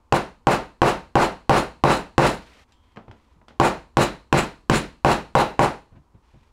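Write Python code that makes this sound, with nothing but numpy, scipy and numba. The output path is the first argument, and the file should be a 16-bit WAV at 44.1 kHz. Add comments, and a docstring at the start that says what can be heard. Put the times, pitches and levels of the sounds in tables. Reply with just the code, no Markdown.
"""A mallet drives a bearing home on a wooden workbench: seven blows through a hand-held drift,
a pause in which tools are put down, then seven blows straight on the part. Each blow cracks,
booms in the bench, rings the steel and the small workshop, and throws up loose tools that
rattle as they land. Once the bearing is seated its housing rings too. A limiter ducks each
blow and lets the room swell back."""
import sys
import numpy as np
from scipy import signal
from scipy.fft import rfft, irfft, next_fast_len
from scipy.io import wavfile
from numba import njit

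SR = 44100
rng = np.random.default_rng(int(sys.argv[2]) if len(sys.argv) > 2 else 0)


def file_out(sig):
    """Save sig as 16-bit WAV at sys.argv[1]."""
    # one column per channel
    cols = np.atleast_2d(sig).T
    # limit, then scale
    lim = np.clip(cols, -1, 1)
    pcm = np.round(lim * 32767).astype(np.int16)
    wavfile.write(sys.argv[1], SR, pcm)


N = 287531
TIME = np.arange(int(.8 * SR)) / SR  # t/s within one event


def amp(db):
    """Decibels to gain."""
    return 10 ** (np.asarray(db) / 20)


def unit(x):
    """Scale to rms 1."""
    return x / np.sqrt(np.mean(x ** 2) + 1e-20)


def along(points, hz):
    """Interpolate (f/Hz, value) points over log frequency."""
    f, values = np.transpose(points)
    return np.interp(np.log(hz + 1), np.log(f), values)


def fade(t60_s, t=TIME):
    """Exponential decay, 60 dB down at t60_s."""
    return np.exp(-np.log(1000) * t / t60_s)


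def onset(rise_s):
    """Exponential rise from 0 to 1."""
    return 1 - np.exp(-TIME / rise_s)


def colour(x, points):
    """Minimum-phase filter through (f/Hz, gain/dB) points."""
    size = 2 * next_fast_len(len(x))
    gain = amp(along(points, np.fft.rfftfreq(size, 1 / SR)))
    cepstrum = irfft(np.log(gain), size)
    cepstrum[1:size // 2] *= 2
    cepstrum[size // 2 + 1:] = 0
    return irfft(rfft(x, size) * np.exp(rfft(cepstrum)), size)[:len(x)]


def noise(points, size=len(TIME)):
    """Coloured noise of rms 1."""
    return unit(colour(rng.standard_normal(size), points))


def ringing(modes, linewidth_hz):
    """Damped (f/Hz, level/dB, t60/s) modes; phases wander as the parts shift in their seats."""
    steps = rng.standard_normal((len(modes), len(TIME)))
    wander = np.cumsum(steps, axis=1) * np.sqrt(2 * np.pi * linewidth_hz / SR)
    return sum(amp(db) * fade(t60_s) * np.sin(2 * np.pi * hz * TIME + phase)
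               for (hz, db, t60_s), phase in zip(modes, wander))


def add(track, start_s, sound):
    """Mix a sound into the track."""
    part = track[round(start_s * SR):][:len(sound)]
    part += sound[:len(part)]


# Room noise spectrum: f/Hz, level/dB
AIR_SPECTRUM = [(12, -15), (20, -17), (32, -12), (68, -4.5), (182, -31.5), (222, -19.5), (678, -32.5),
                (976, -23), (1610, -40), (2910, -45), (3160, -45.5), (3630, -46), (5850, -49.5),
                (7110, -50), (16000, -63)]

def workshop_air(level_db=-59):
    """Low rumble and faint hiss of the room."""
    return amp(level_db) * noise(AIR_SPECTRUM, size=N)


# Strokes over the mat: t/s, length/s, level/dB
STROKES = [(2.407, 0.214, -54.5), (2.672, .06, -67), (2.82, 0.12, -70), (3.15, 0.196, -69),
           (3.47, 0.066, -77), (6.22, 0.27, -68.5)]
# Rubbing spectrum: f/Hz, level/dB
RUB_SPECTRUM = [(200, 7.5), (1200, 4.5), (2400, 5.5), (4200, -2), (6000, -7), (10000, -16.5),
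                (16000, -30.5)]

def slides(attack_s=0.017, release_s=0.03, grain_hz=140):
    """Hand and tools rub over the mat with a dry, fine grain."""
    t = np.arange(N) / SR
    envelope = np.zeros(N)
    for start_s, length_s, db in STROKES:
        rise = np.clip((t - start_s) / attack_s, 0, 1)
        fall = np.clip(1 - (t - start_s - length_s) / release_s, 0, 1)
        envelope += amp(db) * rise * fall
    grain_db = 1.8 * np.interp(t * grain_hz, np.arange(N), rng.standard_normal(N))
    return envelope * unit(noise(RUB_SPECTRUM, size=N) * amp(grain_db))


# Hand against the bench: t/s, level/dB
HAND_BUMPS = [(3.079, -36), (3.355, -45), (5.917, -38), (5.951, -33.5), (6.139, -40), (6.336, -38.5)]

def bumps(t60_s=0.14, rise_s=0.011):
    """Soft, dull thuds of the hand on the bench."""
    track = np.zeros(N)
    for start_s, db in HAND_BUMPS:
        thud = noise([(40, -12), (140, -6.5), (250, -19), (500, -27), (3000, -48), (12000, -85)])
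        add(track, start_s, amp(db) * thud * fade(t60_s) * onset(rise_s))
    return track


def drift_clink(lift_s=2.722, level_db=-68):
    """The steel drift rings faintly as it is lifted off the bearing."""
    track = np.zeros(N)
    ring = ringing([(3200, 0, 3), (7500, -5, .25)], linewidth_hz=170)
    taper = 1 - TIME / TIME[-1]
    add(track, lift_s, amp(level_db) * ring * taper)
    return track


# Tools put down and nudged: t/s, level/dB, click/dB
TOOL_TAPS = [(2.722, -54, 34.5), (2.961, -38, 14), (2.971, -28, 2.5), (3.081, -38, 4.5), (3.113, -37.5, 14),
             (3.415, -48, 1.5), (3.483, -39.5, 23), (3.507, -41, 7)]
# Tap spectrum: f/Hz, level/dB
TAP_SPECTRUM = [(47, -59.5), (80, 0.5), (135, 4.5), (177, -5.5), (219, 10.5), (300, -1), (820, -6.5),
                (3200, -31.5), (12000, -67), (15600, -102.5), (22000, -120)]

def tool_taps(thud_db=-5, tap_t60_s=0.016, room_db=-11, room_t60_s=0.28):
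    """Light taps of tools on the mat, each with a little room tail."""
    track = np.zeros(N)
    envelope = fade(tap_t60_s) + amp(room_db) * fade(room_t60_s)
    for start_s, db, click_db in TOOL_TAPS:
        tilt = [(200, thud_db), (900, 0.0094), (5000, click_db)]
        tap = unit(colour(noise(TAP_SPECTRUM), tilt))
        add(track, start_s, amp(db) * tap * envelope)
    return track


# Reverberation spectrum: f/Hz, level/dB
ROOM_SPECTRUM = [(40, -13), (100, -13), (150, 1), (300, 2), (600, 3), (1000, 1.5), (1500, -3.5),
                 (2500, -11), (4000, -20.5), (5500, -23.5), (7200, -29.5), (10000, -32), (11500, -42.5),
                 (16000, -46)]
# Reverberation time: f/Hz, t60/s
ROOM_DECAY = [(100, 0.39), (250, 0.31), (900, 0.28), (4000, 0.32), (9000, 0.28), (15000, .29)]

def reverberation():
    """Diffuse tail of the workshop; each frequency decays at its own rate."""
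    hz, t, bands = signal.stft(noise(ROOM_SPECTRUM), SR, nperseg=256)
    decay = fade(along(ROOM_DECAY, hz)[:, None], t)
    return signal.istft(bands * decay, SR, nperseg=256)[1][:len(TIME)]


# Modes of the loose tools: f/Hz, level/dB
TOOL_MODES = [(2480, 3), (2950, 7), (3900, 0), (4180, 5), (5450, -9.5), (7000, -3), (7320, -3.5),
              (7850, -8), (9450, -4.5), (9900, -6), (10550, -7), (13100, -14.5)]
# Their click spectrum: f/Hz, level/dB
CLICK_SPECTRUM = [(300, -21.5), (1200, -4), (2600, -6.5), (4200, 2.5), (5600, -7.5), (7300, -2),
                  (10500, -8), (11500, -12.5), (16000, -16)]

def rattle(force_db, gain_db=-32, log_spread=0.34, ticks_per_s=1300):
    """Thrown tools click and ring on landing; later and more spread out after a stronger blow."""
    throw = amp(force_db) ** 0.81
    flight_s = 0.066 * throw
    landing = np.exp(-.5 * (np.log((TIME + 1 / SR) / flight_s) / log_spread) ** 2)
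    ticks = (rng.random(len(TIME)) < ticks_per_s / SR) * rng.standard_normal(len(TIME))
    modes = [(hz, db + 3 * rng.standard_normal(), .06) for hz, db in TOOL_MODES]
    ring = ringing(modes, linewidth_hz=60)
    clicks = unit(colour(ticks, CLICK_SPECTRUM)) * landing
    clinks = signal.fftconvolve(unit(ticks) * landing, ring / np.linalg.norm(ring))[:len(TIME)]
    return amp(gain_db) * (clicks + clinks) / np.sqrt(2 * throw)


# Metal frame spectrum: f/Hz, level/dB
FRAME_SPECTRUM = [(300, -9.5), (1000, 1.5), (1700, -8), (2700, 3), (3400, -12.5), (4200, 8.5), (5200, -9.5),
                  (7200, -6), (10000, -13), (14000, -39)]

def frame(gain_db=-39, t60_s=0.52):
    """A metal frame shivers in modes so close that they blur into noise."""
    return amp(gain_db) * noise(FRAME_SPECTRUM) * fade(t60_s)


# Modes of the steel parts: f/Hz, level/dB
STEEL_MODES = [(2650, -19.5), (4010, -24), (7120, -36.5), (9460, -40)]

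def steel(detune=0.019, scatter_db=3, t60_s=0.3):
    """The steel parts ring a little differently each time they settle under a blow."""
    draws = rng.standard_normal((len(STEEL_MODES), 2))
    modes = [(hz * (1 + detune * pitch), db + scatter_db * level, t60_s)
             for (hz, db), (pitch, level) in zip(STEEL_MODES, draws)]
    return ringing(modes, linewidth_hz=170)


# Housing modes: f/Hz, level/dB, t60/s
HOUSING_MODES = [(826, -7, 0.28), (937, -9.5, 0.25), (1060, -9, 0.2)]

def housing():
    """The housing rings once the bearing sits tight in it."""
    return ringing(HOUSING_MODES, linewidth_hz=10)


# Modes of bench and work: f/Hz, level/dB
BENCH_MODES = [(145, 8.5), (167, -22), (233, 2.5), (281, 1), (345, 8.5), (389, -4.5), (424, 4), (468, -8.5),
               (528, 5), (591, 5.5), (630, -24.5), (650, -9.5), (685, -47), (727, -1.5), (764, 4), (782, 6),
               (809, 5), (836, -1.5), (895, -1.5), (950, 2), (1001, -16.5), (1020, -24.5), (1051, 1),
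               (1114, 3), (1183, -8), (1366, -12), (1463, -16.5), (1528, -6)]
# Sway of the bench top, hum of the work: f/Hz, level/dB, t60/s
SWAY_MODES = [(36.8, -28.5, 0.5), (56.8, -22.5, 0.49), (93.6, -11.5, 0.17), (127.8, -2.5, .17),
              (342.4, -10.5, .24), (906, -18, 0.34)]

def bench(phases, boom_db=2, t60_s=0.18, scatter_db=2, rise_s=0.00053):
    """The bench booms in the same modes at slightly new strengths each blow, and its top sways."""
    hz, db = np.transpose(BENCH_MODES)
    gains = amp(db + scatter_db * rng.standard_normal(len(hz)))
    ring = gains @ np.sin(2 * np.pi * hz[:, None] * TIME + phases[:, None])
    boom = amp(boom_db) * unit(ring) * fade(t60_s) * onset(rise_s)
    return boom + ringing(SWAY_MODES, linewidth_hz=4)


# Modes of the struck part: f/Hz, level/dB, t60/s
KNOCK_MODES = [(432, -7, 0.022), (817, -0.5, 0.0074), (1032, -6, 0.014), (1368, -12, 0.015),
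               (2560, -26, 0.018), (4770, -30, 0.014), (7650, -39, 0.028)]
# Contact crack spectrum: f/Hz, level/dB
CRACK_SPECTRUM = [(300, -2), (1000, 8.5), (3000, -3.5), (4200, -16.5), (7500, -9), (11000, -27),
                  (16000, -38)]

def contact(crack_db=-19, crack_t60_s=0.028, rise_s=0.0005):
    """Gritty crack and short knock; the plastic face gives, rounding the onset and dulling the top."""
    modes = [(hz, db + rng.standard_normal(), t60_s) for hz, db, t60_s in KNOCK_MODES]
    knock = ringing(modes, linewidth_hz=15)
    crack = amp(crack_db) * noise(CRACK_SPECTRUM) * fade(crack_t60_s)
    rounding = 1 - np.exp(-(TIME / rise_s) ** 2)
    return colour((knock + crack) * rounding, [(3000, 0), (8000, -3), (15000, -10)])


# Bright chatter of the bearing, struck directly and not yet seated: f/Hz, gain/dB
CHATTER_EQ = [(2800, 3), (4200, -4.5), (5500, -2), (7200, 7.5), (9500, 1.5), (15000, 1)]
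# Mallet blows: t/s, force/dB, hardness/dB
MALLET_BLOWS = [(0.124, -9.5, -1), (0.4699, -3.5, -2.5), (0.818, -2, -2.5), (1.155, -0.5, -3),
                (1.495, 1, -1.5), (1.8385, 2, -2.5), (2.1807, 3, -0.5), (3.5996, -3, -3), (3.9702, -3, 2),
                (4.3269, -1.5, 3), (4.6978, -1.5, 7), (5.0478, -1, 0), (5.3524, -5, -3), (5.5928, -6.5, -3)]

def mallet(direct_s=3.0, seated_s=5.0, contact_db=16.5, room_db=-2, build_s=0.011, fresh_share=0.38):
    """Blows land on nearly the same spot, so most of the room's answer repeats."""
    track = np.zeros(N)
    phases = rng.uniform(0, 2 * np.pi, len(BENCH_MODES))
    repeating_room = reverberation()
    for start_s, force_db, hard_db in MALLET_BLOWS:
        room = np.sqrt(1 - fresh_share) * repeating_room + np.sqrt(fresh_share) * reverberation()
        diffuse = (amp(room_db) * room + steel() + frame()) * onset(build_s)
        body = bench(phases) + diffuse
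        if start_s > seated_s:
            body += housing()
        # a hard, square hit has less middle, more thump and clack
        middle_db = force_db - hard_db
        tilt = [(250, hard_db - 0.5), (800, 0.016), (2500, hard_db - 0.4), (7500, hard_db + 1.5)]
        # extra force goes mostly into the bench, little into the contact
        blow = amp(middle_db) * body + amp(contact_db + 0.35 * middle_db) * contact()
        loose_parts = rattle(force_db)
        if direct_s < start_s < seated_s:
            loose_parts = colour(loose_parts, CHATTER_EQ)
        add(track, start_s, colour(blow, tilt) + loose_parts)
    return track


def scene():
    """Mallet, handling sounds and room noise in mono."""
    return (mallet() + tool_taps() + slides() + drift_clink() + bumps() + workshop_air())[None]


@njit
def follow_peak(level, charge, discharge):
    """Peak detector; charge and discharge are fractions per sample."""
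    held = np.zeros(len(level))
    for i in range(1, len(level)):
        if level[i] > held[i - 1]:
            held[i] = held[i - 1] + charge * (level[i] - held[i - 1])
        else:
            held[i] = held[i - 1] * (1 - discharge)
    return held


def record(dry, threshold=0.38, clip_level=0.76, attack_s=0.00057, release_s=0.027, cutoff_hz=15800):
    """A limiter ducks each blow; the first cycles overshoot and clip softly, ahead of a low-pass."""
    charge = 1 - np.exp(-1 / (attack_s * SR))
    held = follow_peak(np.abs(dry[0]), charge, 1 / (release_s * SR))
    limited = dry / np.maximum(1, held / threshold)
    clipped = limited / (1 + (limited / clip_level) ** 4) ** (1 / 4)
    lowpass = signal.firwin(255, cutoff_hz, fs=SR, window="blackmanharris")
    return signal.fftconvolve(clipped, lowpass[None], mode="same", axes=1)


dry = scene()
out = record(dry)
file_out(out)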